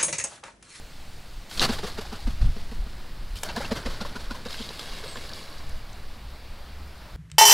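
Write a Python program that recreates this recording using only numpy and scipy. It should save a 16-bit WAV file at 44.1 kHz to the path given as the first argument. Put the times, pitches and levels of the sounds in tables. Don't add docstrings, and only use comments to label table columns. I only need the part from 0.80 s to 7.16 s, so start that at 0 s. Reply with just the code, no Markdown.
import sys
import numpy as np
from scipy import signal
from scipy.fft import rfft, irfft, next_fast_len
from scipy.io import wavfile
from scipy.ndimage import uniform_filter1d, map_coordinates

SR = 44100
rng = np.random.default_rng(int(sys.argv[2]) if len(sys.argv) > 2 else 0)


def volts(x):
    e = np.asarray(x, float) / 20
    return 10 ** e


def master_out(mix):
    frames = np.transpose(np.atleast_2d(mix))
    ceiling = np.clip(frames, -1, 1)
    pcm = np.round(ceiling * 32767).astype(np.int16)
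    wavfile.write(sys.argv[1], SR, pcm)


N = 280506

# [t/s, flutter peak level/dB, flutter f/Hz, overtones level/dB, extra effort/dB]
FIRST_DUCK = [(0.895, -19.5, 223, -6.5, 0), (1.039, -30, 205, -9, -1), (1.183, -32, 210, -15, -1.5),
              (1.327, -31, 226, -7, -1), (1.474, -24.5, 227, -15, 0), (1.619, -38.5, 254, -21, 2),
              (1.765, -35, 200, -3, 0.5), (1.918, -33, 214, -8, 3), (2.064, -41, 224, -5, 0)]
SECOND_DUCK = [(2.773, -24.5, 232, -7.5, -3), (2.918, -20, 233, -4, 1), (3.061, -27.5, 235.5, -3, 0.9),
               (3.212, -28, 214, -23, 2), (3.359, -33, 227, -18, 1.5), (3.51, -29.5, 248, -19, 3.5),
               (3.659, -32, 245, -16, 5.5), (3.803, -29.5, 228, -7, 2), (4.129, -44, 223, -7, 3),
               (4.238, -45.5, 263, 0, 7), (4.371, -41.5, 231, 0, 1), (4.515, -43, 222, -11, 8)]
# [multiple of f, level/dB]
FLUTTER_OVERTONES = [(2, 3), (3, -9.5), (4, -25), (5, -47)]
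# [low whoosh level/dB, high whoosh level/dB, upstroke level/dB, fading/(dB/s), upstroke delay/s]
FLIGHT = [
    (-23.5, -21.5, -21.5, 20.5, 0.024),
    (-26.5, -23, -25, 13, 0.038),
]
# [f/Hz, level/dB]
FEATHERS = [(1180, -4), (2000, -8), (2520, 3.5), (3970, 4), (5000, 3.5), (6360, -6.5), (10300, -12),
            (15500, -23)]
# [t/s, peak level/dB, low part/dB, top part/dB, length/s]
SWISHES = [(2.48, -50.5, -5, 5, .06), (2.6, -48, 0, 6, .02), (.93, -34, -3, -2, .008),
           (1.07, -36, 2, -2, .008), (1.213, -39, 0, -1, .005), (1.474, -41, 0, 0, .004),
           (2.965, -37, 2, -9, .008), (3.44, -38, 2, -15, .012), (3.545, -40, 3, -10, 0.007),
           (3.4, -40, 3, -13, 0.0074), (.696, -31.5, -10, -3, .012), (0.723, -37.5, -13, 5.5, 0.029),
           (0.776, -19, -6, -16, 0.0056), (0.987, -23.5, 1.5, -11, 0.0063), (1.25, -37, 1, -20, 0.012),
           (2.566, -29, -5.5, -3, 0.01), (2.648, -29.5, 5, -1, 0.011), (2.752, -33, 8, -20, 0.015),
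           (2.634, -27, 0, -4, .004), (4.31, -33, -2, -14, .012), (4.357, -34, 4, -14, 0.0057),
           (1.03, -36, 8, -12, .006), (1.172, -40, 8, -12, .006), (2.688, -24.5, 4.5, -27, 0.011),
           (2.847, -27, -2, -29, 0.011), (3.134, -31.5, -4, -32, 0.017), (3.288, -37, -1, -26, 0.014),
           (3.774, -26, -15, -33, 0.026), (3.997, -34, -14, -16, 0.0069), (4.056, -30.5, -0.5, -19, 0.043)]
# [f/Hz, level/dB]
PLANTS = [(59, -29), (100, -1.5), (349, -5), (550, -6.5), (764, -1.5), (1240, -4), (1600, -5), (1780, -7.5),
          (3300, -7.5), (4620, -4), (5480, -12), (11500, -23.5), (15800, -32)]
# [t/s, peak level/dB, low part/dB, top part/dB]
SLAPS = [(0.7119, -26, 0, -11), (.7975, -15, -9.5, -16), (.729, -30, -15, -16), (1.471, -34, 6, -12),
         (3.249, -35.5, 15, -14), (0.805, -9.5, -7, -18), (2.557, -27, -2, -7), (2.5884, -36, -15, -18),
         (2.6337, -19, 4, 2), (2.762, -21, 3, -4), (3.0504, -42, -6, -13), (3.7064, -26, -16, -23),
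         (3.727, -26, -25, -28), (3.742, -30, 2.5, -30), (3.825, -29, -24, -27), (3.89, -23, -5, -25),
         (3.904, -32, 10, -20), (3.9937, -24, -1, -4.5), (4.239, -35, -5, -19), (4.3562, -30.5, 9.5, -20),
         (4.3697, -27.5, 7, -18), (4.492, -29, -3, -6), (4.533, -40, -17, -13), (4.7817, -30, -19, -23),
         (4.8942, -36.5, -14, 1), (4.9213, -39, -15, -20)]
# [t/s, peak level/dB, f/Hz, t60/s, rise/s]
SNAPS = [(0.7958, 0.8, 4040, 0.0026, 0.00011), (2.633, -23, 1680, 0.016, 0.00031),
         (2.634, -23, 2270, .008, 0.00023), (2.6333, -27, 12300, 0.0044, .0001),
         (3.9945, -38, 11000, 0.0037, .0001), (2.6341, -14, 7560, 0.0033, .0001),
         (.8055, -15, 3600, .006, .0003), (5.1, -35, 5000, .003, .0001), (2.694, -26, 2700, 0.051, 0.0032),
         (2.848, -25, 2670, 0.039, 0.0033), (4.3577, -29, 1170, 0.01, .0004), (4.4, -37, 8060, .004, .0002),
         (5.131, -35.5, 6200, 0.0043, 0.00017), (6.18, -42, 8200, 0.0042, .0002)]
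# [t/s, fizz level/dB, slosh over fizz/dB, dying/(dB/s)]
SPRAY = [(.705, -43.5, 0, 12.5), (0.781, -34.5, 4, 68), (.9, -42, 3, 90), (1.0, -57, 7, 3),
         (2.64, -45.5, 6.5, 50), (2.78, -41, 8, 57), (2.939, -41.5, 7.5, 77), (3.05, -49.5, 5.5, 6),
         (3.681, -42, -11, 22), (3.84, -56, 9, 34), (3.96, -43.5, -3.5, 21), (4.14, -46.5, 2, 22),
         (4.35, -44.5, 1.5, 31), (4.52, -49, -12, 31), (4.68, -57, 2, 29)]
# [f/Hz, level/dB]
FIZZ = [(1180, -39), (2000, -4.5), (2930, -7.5), (3630, -4.5), (4710, -2), (6000, -12.5), (8550, -15),
        (8780, -15.5), (11000, -16.5), (15800, -30)]
SLOSH = [(180, 1), (300, 1), (500, -4.5), (1000, -6), (1700, -6), (2500, -22), (3300, -32), (5500, -120)]
# [f/Hz, level/dB]
DROPS = [(2200, -14), (2900, -8), (3600, -5.5), (4300, -1), (5000, -9), (7500, -12)]
# [t of the peak/s, peak level/dB, f/Hz]
AIR_POCKETS = [(.812, -27, 1140), (.8427, -22.5, 754), (.867, -30, 1300), (.9305, -35, 1470),
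               (.9683, -37, 1150), (1.0512, -31, 452), (1.0814, -37, 474), (1.255, -38, 800),
               (1.3944, -39, 797), (2.6671, -33.5, 624), (2.8423, -31.5, 668), (2.9093, -29, 603),
               (2.9971, -39, 1460), (3.1521, -39, 1440), (3.2256, -37, 592), (4.5038, -39, 1690),
               (0.9941, -32, 430.0), (1.0362, -27, 387), (1.0434, -31, 715), (1.1828, -37, 730.0),
               (1.19, -25, 420), (1.3293, -38, 786), (2.6993, -31, 926), (2.7661, -29, 700),
               (2.7661, -25.5, 1675), (2.7704, -27.5, 980), (2.8082, -28, 540), (2.8096, -27.5, 816),
               (2.8212, -33, 1360), (2.917, -33.5, 1860), (2.9185, -31, 910), (2.9185, -24, 560.0),
               (2.9228, -33, 1120.0), (3.0578, -37, 940), (3.0607, -30.5, 1790), (3.0636, -34, 2080),
               (3.0737, -27.5, 515), (3.1057, -35, 1070), (3.1449, -38, 1030.0), (3.2073, -34, 1070),
               (3.2145, -34, 830), (3.216, -31, 1400), (3.216, -32, 506), (3.2537, -32, 1070),
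               (3.258, -32, 564), (3.364, -31.5, 1440), (3.3698, -34, 980), (3.5106, -30, 1440),
               (3.5164, -30.5, 1010), (3.5498, -34, 1020), (3.6571, -39, 1360), (3.66, -40, 1597),
               (3.6615, -29, 480), (3.7442, -35, 1555), (4.2405, -36.5, 1680.0), (4.242, -35, 438),
               (4.2638, -35.5, 520.0), (4.3595, -38, 474), (4.3595, -35.5, 1635), (4.3595, -40, 1050)]
# [t of the peak/s, peak level/dB, f/Hz]
DRIPS = [(.7983, -16, 3970), (.8655, -29, 4770), (.9005, -28, 4610), (.908, -30, 3700), (.9232, -28, 3830),
         (.991, -31, 3700), (.991, -33, 4700), (1.078, -33, 4300), (1.217, -36, 5000), (2.5663, -37, 3000),
         (2.588, -33, 5000), (2.6418, -33, 2930), (2.9488, -37, 4020), (3.6663, -33, 4750),
         (3.7055, -33, 4830), (4.5017, -38, 4230), (0.7787, -26, 4410.0), (0.8159, -23, 4690.0),
         (0.8186, -25, 3000), (0.8254, -18, 2780), (0.8277, -24, 3760), (0.8313, -18, 4690.0),
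         (0.8417, -16, 4580), (0.849, -21, 4450), (0.8526, -31, 3470), (2.6893, -28, 4270.0),
         (2.6952, -32, 2700), (2.7651, -36, 3170.0), (2.7669, -26, 4200), (2.8535, -33, 2730),
         (2.9469, -41, 4690.0), (3.0676, -30, 4820.0), (3.2122, -27.5, 4200), (3.6866, -29.5, 3860.0),
         (3.7075, -33, 3860.0), (3.7202, -34, 4160), (3.7293, -33, 4690.0), (3.7315, -28, 3860.0),
         (3.746, -30, 2760.0), (3.8227, -33, 4100), (3.8259, -35, 4960.0), (3.8286, -31, 3580.0),
         (3.8494, -39, 4810), (3.8576, -40, 4550.0), (3.8912, -28, 3980), (3.9737, -41, 4440),
         (3.9955, -27, 4820.0), (4.0014, -30, 3660), (4.0127, -32, 3720.0), (4.0599, -37, 4820.0),
         (4.0608, -33, 2870), (4.239, -38, 4000.0), (4.2798, -32, 4270.0), (4.4934, -33, 4500),
         (4.4939, -38, 3600), (4.5175, -38, 4690.0), (4.5351, -32, 3720.0), (4.5356, -31, 5400),
         (4.5356, -29, 4650), (4.5914, -40, 4960.0)]
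# [t of the peak/s, peak level/dB, f/Hz]
FINE_SNAPS = [(.7969, -30, 7220), (.8157, -28, 8850), (.8236, -28, 7750), (.8444, -32, 7350),
              (.8541, -28, 8850), (.8581, -30, 7330), (.8652, -34, 10100), (1.0769, -39, 10400),
              (2.5562, -44, 7470), (2.5562, -44, 11500), (2.589, -42, 9000), (2.589, -43, 12500),
              (2.6444, -39, 7440), (2.657, -40, 6200), (2.7627, -41, 8030), (3.2142, -39, 7120),
              (3.6861, -43, 7800), (3.744, -33, 2100), (4.241, -36, 1500), (4.3585, -31, 1400),
              (4.3715, -34, 1100), (4.377, -37, 2500), (4.534, -40, 6500), (4.895, -41, 6000),
              (4.895, -43, 9500), (5.131, -43, 7500), (2.912, -30, 3500), (2.912, -36, 7000)]
# [t/s, delay/ms, level/dB]
WATER_MIRROR = [(2.5, 1.3, -36), (2.6, 1.32, -12), (2.85, 1.3, -18), (2.95, 1.9, -10), (3.3, 2.18, -21),
                (3.7, 1.85, -12.5), (4.8, 1.76, -8)]
# [t/s, f/Hz, level/dB]
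CHIP = [(4.262, 8500, -75), (4.28, 8370, -57), (4.298, 8380, -51), (4.31, 8300, -54), (4.33, 7700, -58),
        (4.352, 7100, -59), (4.365, 7400, -60), (4.38, 7400, -72)]
# [t/s, strength level/dB]
WIND = [(0.0, -32.5), (0.1, -41), (0.6, -36), (0.71, -47), (0.8, -27), (1.38, -37), (1.47, -22),
        (1.56, -28.5), (1.65, -22), (1.78, -31.5), (2.02, -22.5), (2.11, -32), (3.52, -33.5), (3.56, -39),
        (4.75, -38.5), (4.89, -28), (5.05, -35), (6.36, -37.5)]
# [t/s, peak level/dB, f/Hz, rise/s]
PUFFS = [(.55, -30.5, 30, 0.023), (1.453, -15, 24, 0.012), (1.487, -22, 42, .008), (1.613, -13, 32, .008),
         (2.01, -21, 18, .015), (1.615, -14, 46.5, 0.027), (1.61, -14.5, 20.5, 0.041),
         (1.989, -25, 31, 0.01), (2.39, -24, 26, 0.0093), (2.503, -26.5, 37, 0.021),
         (3.049, -22.5, 23, 0.022), (3.471, -27, 27, 0.018), (4.089, -31, 23.8, 0.024),
         (4.861, -35, 20.6, 0.042), (5.43, -38, 45, 0.028), (5.689, -30, 24, 0.017),
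         (6.322, -34, 44.3, 0.033)]
# [f/Hz, level/dB]
BUFFET = [(4.7, -39), (8.0, 23), (27, 5), (60, -2.5), (78, -58), (130, -120)]
THUD = [(29, -31), (50, 0), (86, -6.5), (135, -13), (167, -17), (200, -23.5), (260, -25.5), (440, -120)]
# [f/Hz, level/dB]
TOWN = [(71, -62), (120, -3.5), (200, -5), (295, -9), (378, -11), (410, -12), (670, -11), (727, -11.5),
        (1010, -13.5), (2290, -15), (3300, -17), (4500, -15), (6240, -27.5), (15000, -31), (16000, -32)]
# [t/s, level/dB]
CAR = [
    (0, -108),
    (2.3, -62.5),
    (4.8, -53.5),
    (5.6, -57.5),
    (6.36, -55.5),
]
# [t/s, level/dB]
LEAVES = [(0, -58.5), (.6, -59), (2.3, -65.5), (4.8, -75), (6.36, -78)]
# [t/s, f/Hz, level/dB]
ENGINE = [
    (5.3, 61.9, -63),
    (5.5, 65, -40),
    (5.65, 68.3, -45),
    (6.1, 67.6, -40.5),
    (6.25, 65, -60),
]
# [f/Hz, level/dB]
HISS = [(100, -30), (300, -1), (1300, -5.5), (4500, -4.5), (6000, -4.5), (12000, -3), (15500, -6),
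        (16000, -20)]


def flutter():
    out, t = np.zeros(N), np.arange(N) / SR
    drift = 0.1 * wobble(60)
    unsteady = [volts(level + 1.3 * wobble(50)) for _, level in FLUTTER_OVERTONES]
    for s, db, hz, over_db, _ in FIRST_DUCK + SECOND_DUCK:
        age = np.clip(t - s, -.05, .1)
        phase = 2 * np.pi * (hz * (age - 3 * (age - .008) ** 2) + drift)
        overtones = sum(gain * np.cos(k * phase) for (k, _), gain in zip(FLUTTER_OVERTONES, unsteady))
        out += volts(db - 0.5) * swell(s - .014, .02, 11.8) * (np.cos(phase) + volts(over_db - 5.0) * overtones)
    return out


def strokes():
    rows = []
    for duck, (low_db, high_db, up_db, fade, delay) in zip((FIRST_DUCK, SECOND_DUCK), FLIGHT):
        for s, *_, effort_db in duck:
            db = effort_db - fade * (s - duck[0][0])
            rows.append((s, low_db + db, high_db + db, s + delay, up_db + db))
    return rows


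def wings():
    low = sum(volts(low_db - 7.5) * swell(s - .015, 0.017, 3.0) for s, low_db, *_ in strokes())
    high = sum(volts(high_db - 11.0) * swell(s - .014, 0.017, 3.8) for s, _, high_db, *_ in strokes())
    return low * band(285, 1560, grain_db=-1.5) + high * rush(FEATHERS, 0.3, 2.5)


def leap():
    rise_s, hold_s, sag_db, fall_db_per_s = 0.011, 0.037, 3, 1100
    age = np.arange(N) / SR - .807
    held = age - rise_s
    loss_db = sag_db * np.clip(held / hold_s, 0, 1) + fall_db_per_s * np.clip(held - hold_s, 0, .2)
    level = np.clip(age / rise_s, 0, 1) ** 2 * volts(-20 - loss_db + wobble(200))
    return level * rush(PLANTS, 0.34, grain_db=2.0)


def swishes():
    upstrokes = [(s, db, 1, -9, 0.013) for *_, s, db in strokes()]

    def plough(s, length):
        return swell(s - .004, length, 1.07)

    return volts(-2.0) * bursts(SWISHES + upstrokes, plough, grain_db=1.0)


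def slaps():
    decay_s, tick_db, tick_hz, tick_t60_s = 0.0046, -5, 4270, 0.0026

    def crack(s, length):
        return swell(s, length / 5, 1 / 4)

    ticks = np.zeros(N)
    for s, db, *_ in SLAPS:
        hz = tick_hz * volts(rng.normal(0, 1.0))
        ticks += ring(s + 0.000895, db + tick_db, hz, tick_t60_s, 0.00012)
    body = bursts([(*row, decay_s) for row in SLAPS], crack, grain_db=-1.5)
    return body + ticks + sum(ring(*row) for row in SNAPS)


def spray():
    splash_rise_s, lull_db, lull_lead_s, lull_s = 0.017, 2, 0.038, 0.023
    fizz, slosh, t = np.zeros(N), np.zeros(N), np.arange(N) / SR
    for s, db, slosh_db, dying in SPRAY:
        age = np.clip(t - s, 0, None)
        power = volts(2 * (db - dying * age)) * (1 - np.exp(-age / splash_rise_s)) ** 2
        fizz += power
        slosh += volts(2 * slosh_db) * power
    lull = sum(swell(s - lull_lead_s, lull_s, 5.2) for s, *_ in strokes())
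    clumps_db = wobble(24.56) - lull_db * lull
    patter = rush(FIZZ, 0.73, 2.2) + volts(-7.5) * droplets(per_second=70, spread_db=7.5, cycles=2.3)
    plops = droplets(per_second=45, spread_db=2.0, cycles=2.0, pitch=0.239)
    wake = rush(SLOSH, 0.65, 3.0) + volts(-16) * plops
    wake_db = 1.24 * wobble(40) - 1.5 + 0.81 * clumps_db
    return np.sqrt(fizz) * volts(clumps_db) * patter + np.sqrt(slosh) * volts(wake_db) * wake


def droplets(per_second, spread_db, cycles, pitch=1):
    out, t = np.zeros(N), np.arange(SR // 50) / SR
    for hz, db in np.multiply(DROPS, [pitch, 1]):
        size = np.clip(rng.exponential(size=N), 0, 2.2)
        hits = (rng.random(N) < per_second / SR) * volts(db + spread_db * size)
        drop = np.sin(2 * np.pi * hz * t) * hz * t * np.exp(-t * hz / cycles)
        out += signal.fftconvolve(hits, drop)[:N]
    return unit(out)


def bubbles(rows, length, gain_db):
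    out, age, middle_hz = np.zeros(N), np.arange(SR // 25) / SR, np.median(rows, axis=0)[2]
    for (s, db, hz), turn in zip(rows, rng.random(len(rows))):
        rise = length * (middle_hz / hz) ** .35
        shape = (age / rise * np.exp(1 - age / rise)) ** 2
        cycles = hz * (age + 5.4 * (age - rise) ** 2 / 2)
        tone = np.sin(2 * np.pi * (cycles + turn))
        out[round((s - rise) * SR):][:len(age)] += volts(db + gain_db) * shape * tone
    return out


def over_water(x):
    delay_ms, db = curves(WATER_MIRROR)
    n = np.arange(N)
    mirrored = np.interp(n - delay_ms * SR / 1000, n, x)
    return (x + volts(db) * mirrored) / np.sqrt(1 + volts(2 * db))


def bird():
    hz, db = curves(CHIP)[0], curves(CHIP, -120)[1]
    chip = volts(db + 6.5 + 1.5 * wobble(150)) * np.sin(2 * np.pi * np.cumsum(hz) / SR)
    t = np.arange(SR // 4) / SR
    echo = rng.standard_normal(len(t)) * volts(-60 * t / 0.34)
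    return chip + volts(-4) * signal.fftconvolve(chip, echo / np.linalg.norm(echo))[:N]


def wind():
    mean_db, swing = -47.5, 0.67
    puff_db, puff_db_per_hz = -24, 0.94
    downwash_db, downwash_s = -24.5, 0.078
    strength_db, = curves(WIND)
    t = np.arange(N) / SR
    ragged = 0.3 * wobble(45)
    puffs = np.zeros(N)
    thud = volts(mean_db + swing * (strength_db - strength_db.mean()) + 1.45 * wobble(6.5))
    for s, db, hz, rise in PUFFS:
        puffs -= volts(db) * swell(s, rise, 1.4) * np.sin(2 * np.pi * hz * (t - s) + ragged)
        thud_db = db + puff_db + puff_db_per_hz * (hz - 33.0)
        thud += volts(thud_db) * swell(s + 0.0093, rise * 1.2, 1.9)
    for s, low_db, *_ in strokes():
        thud += volts(low_db + downwash_db) * swell(s - .05, downwash_s, 1.9)
    return volts(strength_db - 2.0) * rush(BUFFET) + thud * rush(THUD) + puffs


def town():
    hz, db = curves(ENGINE)[0], curves(ENGINE, -120)[1]
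    engine = volts(db + 2 * wobble(12)) * np.sin(2 * np.pi * np.cumsum(hz + 3 * wobble(9)) / SR)
    car = volts(curves(CAR)[0]) * band(545, 1400, grain_db=0.5)
    leaves = volts(curves(LEAVES)[0]) * band(2700, 8100, grain_db=-0.5)
    return volts(-49.5 + 0.039 * wobble(1.7)) * rush(TOWN, patchy_db=1.0) + car + leaves + engine


def bursts(rows, envelope, grain_db):
    low, mid, top = np.zeros((3, N))
    for s, db, low_db, top_db, length in rows:
        shape = volts(db - 14) * envelope(s, length)
        low += volts(low_db) * shape
        mid += shape
        top += volts(top_db) * shape
    body = low * band(443, 1750, grain_db)
    presence = mid * band(3190, 4670, grain_db)
    return body + presence + top * band(4400, 11000, grain_db)


def ring(s, db, hz, t60, rise):
    out, start = np.zeros(N), int(np.ceil(s * SR))
    age = np.arange(start, min(N, start + SR // 8)) / SR - s
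    level = volts(db - 60 * age / t60) * (1 - np.exp(-age / rise))
    out[start:start + len(age)] = level * np.sin(2 * np.pi * hz * age)
    return out


def swell(s, length, sharp):
    out, start, length = np.zeros(N), max(int(np.ceil(s * SR)), 0), max(length, 1e-4)
    end = min(N, start + int((1 + 14 / sharp) * length * SR))
    u = (np.arange(start, end) / SR - s) / length
    out[start:start + len(u)] = (u * np.exp(1 - u)) ** sharp
    return out


def band(lo_hz, hi_hz, grain_db):
    edges = [(lo_hz / 8, -90), (lo_hz / 2, -25), (lo_hz, 0), (hi_hz, -3), (hi_hz * 1.86, -20), (hi_hz * 8, -90)]
    return rush(edges, 1.8, grain_db)


def rush(points, patchy_db=0, grain_db=0):
    z = signal.stft(rng.standard_normal(N), nperseg=512)[2]
    field = uniform_filter1d(uniform_filter1d(rng.standard_normal(z.shape), 6, 0), 8, 1)
    x = signal.istft(z * volts(patchy_db * unit(field)), nperseg=512)[1][:N]
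    return coloured(x * volts(grain_db * wobble(900)), points)


def coloured(x, points):
    m = next_fast_len(N + 8192)
    hz, db = np.transpose(points)
    gain = volts(np.interp(np.log(np.fft.rfftfreq(m, 1 / SR) + 1), np.log(hz + 1), db))
    return unit(irfft(rfft(x, m) * gain, m)[:N])


def unit(x):
    return x / np.sqrt(np.mean(x ** 2) + 1e-20)


def curves(rows, outside=None):
    s, *cols = np.transpose(rows)
    return [np.interp(np.arange(N) / SR, s, c, outside, outside) for c in cols]


def wobble(rate):
    knots = rng.standard_normal(int(N * rate / SR) + 4)
    return map_coordinates(knots, [np.arange(N) * rate / SR])


def scene():
    ducks = flutter() + over_water(wings() + slaps() + leap() + swishes() + spray())
    cavities = bubbles(AIR_POCKETS, 0.00445, -2) + bubbles(DRIPS, 0.001097, -2.5)
    cavities += bubbles(FINE_SNAPS, .0004, 0.0)
    around = wind() + town() + bird()
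    return np.tile(ducks + around + cavities, (2, 1))


def top_cut(x):
    return signal.sosfilt(signal.butter(12, 16460, fs=SR, output="sos"), x)


def record(dry):
    difference = volts(-69.5) * rush(HISS, patchy_db=4.0) + volts(-45) * wobble(30) * dry[0]
    both = dry + [difference, -difference]
    limited = irfft(rfft(both) * (np.fft.rfftfreq(N, 1 / SR) < 15800), N)
    return top_cut(limited)


dry = scene()
out = record(dry)
master_out(out)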